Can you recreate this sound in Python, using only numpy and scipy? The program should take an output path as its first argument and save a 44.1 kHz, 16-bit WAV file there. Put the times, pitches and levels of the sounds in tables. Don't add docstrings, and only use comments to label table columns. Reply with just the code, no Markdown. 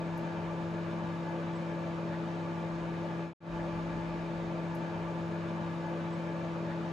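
import sys
import numpy as np
from scipy import signal
from scipy.io import wavfile
from scipy.ndimage import uniform_filter1d

SR = 44100
rng = np.random.default_rng(int(sys.argv[2]) if len(sys.argv) > 2 else 0)


def digitize_waveform(pressure):
    field = np.atleast_2d(pressure).T
    bounded = np.clip(field, -1, 1)
    quanta = np.round(bounded * 32767).astype(np.int16)
    wavfile.write(sys.argv[1], SR, quanta)


N = 305172

SHAFT_HZ, BUZZ_HZ = 41.86, 100.05
LOOP_S, RESTART_S = 4.57433, 3.404
SILENT_S, CUT_S = .0705, .0015
FADE_IN_S, FADE_OUT_S = 0.14, .105
FADE_IN_DB, FADE_OUT_DB = -27, -15.5
EDGE_HZ = 15800
SIDE = np.array([[.5], [-.5]])


def gain_of(db):
    return 10 ** (np.asarray(db) / 20)


def evened(x):
    return x / np.sqrt(np.mean(x ** 2) + 1e-20)


def read(points, hz):
    f, value = np.transpose(points)
    return np.interp(np.log(hz + 1), np.log(f + 1), value)


def wander(t, top_hz):
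    total = 0
    for f in np.geomspace(top_hz / 20, top_hz, num=20):
        total = total + np.sin(2 * np.pi * (f * t + rng.random())) / np.sqrt(f)
    return evened(total)


def tone(turns, db, pan_db, lead=0, waver_db=1.0, waver_hz=12):
    coarse_t = np.arange(0, N, 64) / SR
    level_db = np.interp(np.arange(N) / SR, coarse_t, db + waver_db * wander(coarse_t, waver_hz))
    level = gain_of(level_db + SIDE * pan_db)
    return -np.sqrt(2) * level * np.cos(2 * np.pi * turns + SIDE * lead)


def add(mix, s, sound):
    start = round((s - RESTART_S) % LOOP_S * SR)
    mix[:, start:][:, :sound.shape[1]] += sound


def tick(out):
    rise_s, t60_s, tail_t60_s, tail_db = .003, 0.04, .18, -8
    ring_hz, ring_width_hz = 11000, 2600
    t = np.arange(4000) / SR
    ring_band = [ring_hz - ring_width_hz / 2, ring_hz + ring_width_hz / 2]
    ring = signal.butter(2, ring_band, "bandpass", fs=SR, output="sos")
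    broad = signal.butter(2, [5500, 14000], "bandpass", fs=SR, output="sos")
    noise = rng.standard_normal(len(t)) * np.ones((2, 1))
    burst = evened(signal.sosfilt(ring, noise))
    burst = burst + gain_of(-1) * evened(signal.sosfilt(broad, noise))
    dying = gain_of(-60 * t / t60_s) + gain_of(tail_db - 60 * t / tail_t60_s)
    add(out, 4.7475, burst * np.minimum(t / rise_s, 1) * gain_of(-66.5) * dying)


def peep_and_blips(out):
    # (time heard [s], level [dB rms], frequency [Hz])
    blips = [(3.586, -59, 1750), (5.337, -58, 1447), (5.984, -55, 1380), (6.538, -54.5, 1363),
             (6.7, -56.5, 1765), (6.78, -56, 1430)]
    arch_s, blip_pan_db, shake_turns = 0.037, 10, .4
    t = np.arange(4000) / SR
    arch = 2 * np.sin(np.pi * np.clip(t / arch_s, 0, 1)) * np.ones((2, 1))
    add(out, 6.122, gain_of(-73) * arch * np.sin(2 * np.pi * 7740 * t))
    slow = signal.butter(2, 60, fs=SR, output="sos")
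    for s, db, hz in blips:
        shake = shake_turns * evened(signal.sosfilt(slow, rng.standard_normal(len(t))))
        sides = gain_of(db + SIDE * blip_pan_db)
        add(out, s, sides * arch * np.sin(2 * np.pi * (hz * t + shake)))


def small_sounds():
    out = np.zeros((2, N))
    tick(out)
    peep_and_blips(out)
    return out


def rumble():
    # (start as heard [s], top level of the noise part [dB rms])
    swells = [(3.47, -55.5), (3.72, -63), (3.92, -61), (4.25, -67), (5, -65.5), (2.68, -69)]
    floor_db, rise_s, fall_db_per_s = -78, 0.052, 40
    hum_db = 5
    t = np.arange(N) / SR
    level = gain_of(floor_db)
    for s, db in swells:
        since = t - (s - RESTART_S) % LOOP_S
        sinking = gain_of(db - fall_db_per_s * (since - rise_s))
        level = level + np.clip(since / rise_s, 0, 1) * sinking
    band = signal.butter(4, [42, 68], "bandpass", fs=SR, output="sos")
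    noise = evened(signal.sosfilt(band, rng.standard_normal(N)))
    hum = tone(BUZZ_HZ / 2 * t, hum_db, 0, waver_db=2.0, waver_hz=6.5)
    return (noise + hum) * level


def transformer():
    # (multiple of the buzz [1], multiple of the shaft [1], level [dB rms], left-right [dB])
    buzz = [(1, 0, -56, -2), (2, 0, -65, 6.5), (1, 4, -56.5, -2.5), (3, 0, -61, 2), (4, 0, -65.5, 8),
            (6, 0, -63, 2)]
    # (time into the loop [s], level [dB])
    buzz_swell = [(0, 0), (.6, 1.5), (1.2, -1.5), (1.6, 0), (2.1, 2), (2.6, -1), (3.1, -4.5), (3.5, 2),
                  (4, -1.5), (4.5, -1)]
    t = np.arange(N) / SR
    total = 0
    for m, k, db, pan in buzz:
        hz = round(m) * BUZZ_HZ + round(k) * SHAFT_HZ
        total = total + tone(hz * t + rng.random(), db, pan, waver_db=1.5, waver_hz=5)
    return gain_of(np.interp(t, *np.transpose(buzz_swell))) * total


def airflow():
    # (frequency [Hz], level [dB per Hz])
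    air_colour = [(22, -30), (33, -24), (45, -20), (62, -12), (80, -9), (150, -7.5), (300, -6.5), (500, -5),
                  (800, -8.5), (1300, -12), (1900, -19.5), (3000, -24), (4500, -31), (6800, -38.5),
                  (8600, -45), (11500, -51), (15000, -64), (15800, -80)]
    # (frequency [Hz], width [Hz], lift [dB], left-right [dB])
    resonances = [(75, 14, 1.5, 1), (87, 8, -5.5, -1), (99, 6.4, 5.5, 1), (129.4, 34, 5.5, 1.5),
                  (183, 21, -5.5, 1), (211.8, 14.7, 8, -1), (228.3, 20, 9, 3), (247, 16, -7, -2),
                  (281, 16, -4, 7), (322.4, 15, -7, 3), (340.2, 22, 8, 2), (367, 26, -9.5, 1),
                  (435, 20, 5, 3), (455, 17, -7, 7), (468, 12, -6.5, 0), (514, 11, -2.5, 1),
                  (525, 31, 4.5, -1.5), (541, 10, -3.5, 0), (559, 29, 4.5, 2.5), (609, 55, 5.5, 5.5),
                  (707, 35, -2, -1), (752, 16, 3, 1), (794, 27, -3, -3), (795, 14, -1, -1),
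                  (823, 27, -8, 9), (864.8, 61, 10.5, 1), (917, 35, 2.5, 4), (966, 12, -2, 1),
                  (1015, 26, 8, -4.5), (1047, 14, -5.5, 1), (1053, 38, -5.5, 7), (1152, 87, 3, -2),
                  (1198, 20, 4.5, 1), (1219, 25, -10, -3), (1310, 19, -3.5, 2), (1337, 25, 1, 4),
                  (1394, 18, 4, -7), (1380, 14, -3, 0), (1560, 18, -5.5, -1), (1612, 57, 5, 2),
                  (1692.5, 27, 9.5, 5), (1744, 28, 6, 3), (1800, 25, -5.5, -6), (1823, 30, 3, 12.5),
                  (1870, 25, -0.5, -1), (2030, 55, 3, 6.5), (2140, 17, 1, 0), (2230, 57, 5, 5.5),
                  (2300, 35, -3.5, 1), (2378, 78, 6.5, 3.5), (2436, 33, 3, -2), (2470, 35, -1.5, -1),
                  (2510, 80, 2, 6.5), (2644, 47, 3.5, 3), (3030, 60, 2.5, 3), (3160, 50, -3, 0),
                  (3240, 45, 4.5, 2), (3340, 50, -11.5, 1), (3440, 45, 4.5, -1), (3570, 50, -4, 0),
                  (3630, 79, 3, 2), (3830, 220, 1, 1), (6660, 310, 3, -3)]
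    # (frequency [Hz], left-right correlation [1])
    likeness = [(25, .9), (45, .97), (60, 0.97), (120, 1), (400, 0.95), (640, 0.83), (760, 0.5),
                (900, 0.79), (1100, 0.56), (1350, 0.33), (1700, 0.4), (1950, 0.17), (2400, 0.57),
                (3700, 0.71), (5300, 0.29), (6600, 0.85), (9000, 1), (14500, 0.97)]
    # (frequency [Hz], left-right [dB])
    balance = [(60, 1), (180, 1), (540, -1.5), (1620, -1.5), (4850, 2.5), (14500, -1.5)]
    # (frequency [Hz], lead of the left [rad])
    left_lead = [(60, 0), (850, -.1), (1030, -1.4), (1300, 0), (3100, .4), (4200, -.1), (5300, .8),
                 (7300, 0), (9000, -3.1), (11000, -6.3), (13200, -9.4), (14700, -12.6)]
    air_db, patch_db = -41, 0.98
    frames, hz = N // 1024 + 5, np.fft.rfftfreq(4096, 1 / SR)
    a, b, c, d, patches = rng.standard_normal((frames, 2049, 5)).T
    patches = uniform_filter1d(patches, size=30, axis=0)
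    patches = evened(uniform_filter1d(patches, size=3, axis=1))

    same = np.clip(read(likeness, hz), -1, 1)[:, None]
    left = a + 1j * b
    right = same * left + np.sqrt(1 - same ** 2) * (c + 1j * d)

    case_db = 0
    for f, width, db, pan in resonances:
        case_db = case_db + (db + SIDE * pan) / (1 + (2 * (hz - f) / width) ** 2)
    colour = gain_of(read(air_colour, hz) + SIDE * read(balance, hz) + case_db)
    colour = colour * np.exp(1j * SIDE * read(left_lead, hz))

    ripple = uniform_filter1d(rng.standard_normal((3, 2049)), size=2)
    depth_db = 1.8 * np.clip((hz - 900) / 3000, 0, 1)
    colour *= gain_of(depth_db * evened(ripple[0] + ripple[1:]))

    spectrum = np.array([left, right]) * colour[..., None] * gain_of(patch_db * patches)
    air = signal.istft(spectrum, nperseg=4096, noverlap=3072)[1][:, :N]
    return gain_of(air_db) * evened(air)


def fan():
    # (multiple of the shaft, rounded for pitch [1], level [dB rms], left-right [dB], lead of the left [rad])
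    fan_tones = [(2.998, -68, 8, -0.3), (3.997, -39, 3, -0.32), (4.96, -61.5, 6, 0.16),
                 (8, -43.5, 1.5, -0.21), (12, -56.5, 1.5, -1.34), (15.98, -59.5, 5.5, -0.38),
                 (20, -78, 4, -0.79), (27.9, -58.5, 1, -1.07), (32.2, -76, -3, -0.25), (36, -72, 11, 0.4)]
    t = np.arange(N) / SR
    drift = np.interp(t, t[::64], wander(t[::64], 3.5))
    turns = SHAFT_HZ * t + 0.0027 * drift
    total = 0
    for k, db, pan, lead in fan_tones:
        total = total + tone(round(k) * turns, db, pan, lead, waver_db=0.22 + 0.048 * k, waver_hz=25.31)
    return total


def scene():
    return small_sounds() + rumble() + transformer() + airflow() + fan()


def record(dry):
    t, end = np.arange(N) / SR, LOOP_S - SILENT_S
    ramp_times = [0, FADE_IN_S, end - FADE_OUT_S, end]
    fade = np.interp(t, ramp_times, [gain_of(FADE_IN_DB), 1, 1, gain_of(FADE_OUT_DB)], right=0)
    fade = fade * np.clip(np.minimum(t, end - t) / CUT_S, 0, 1)
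    place_in_loop = (np.arange(N) - round(RESTART_S * SR)) % round(LOOP_S * SR)
    looped = (dry * fade)[:, place_in_loop]
    lowpass = signal.firwin(511, EDGE_HZ, window=("kaiser", 9), fs=SR)
    return signal.oaconvolve(looped, lowpass[None], "same")


dry = scene()
out = record(dry)
digitize_waveform(out)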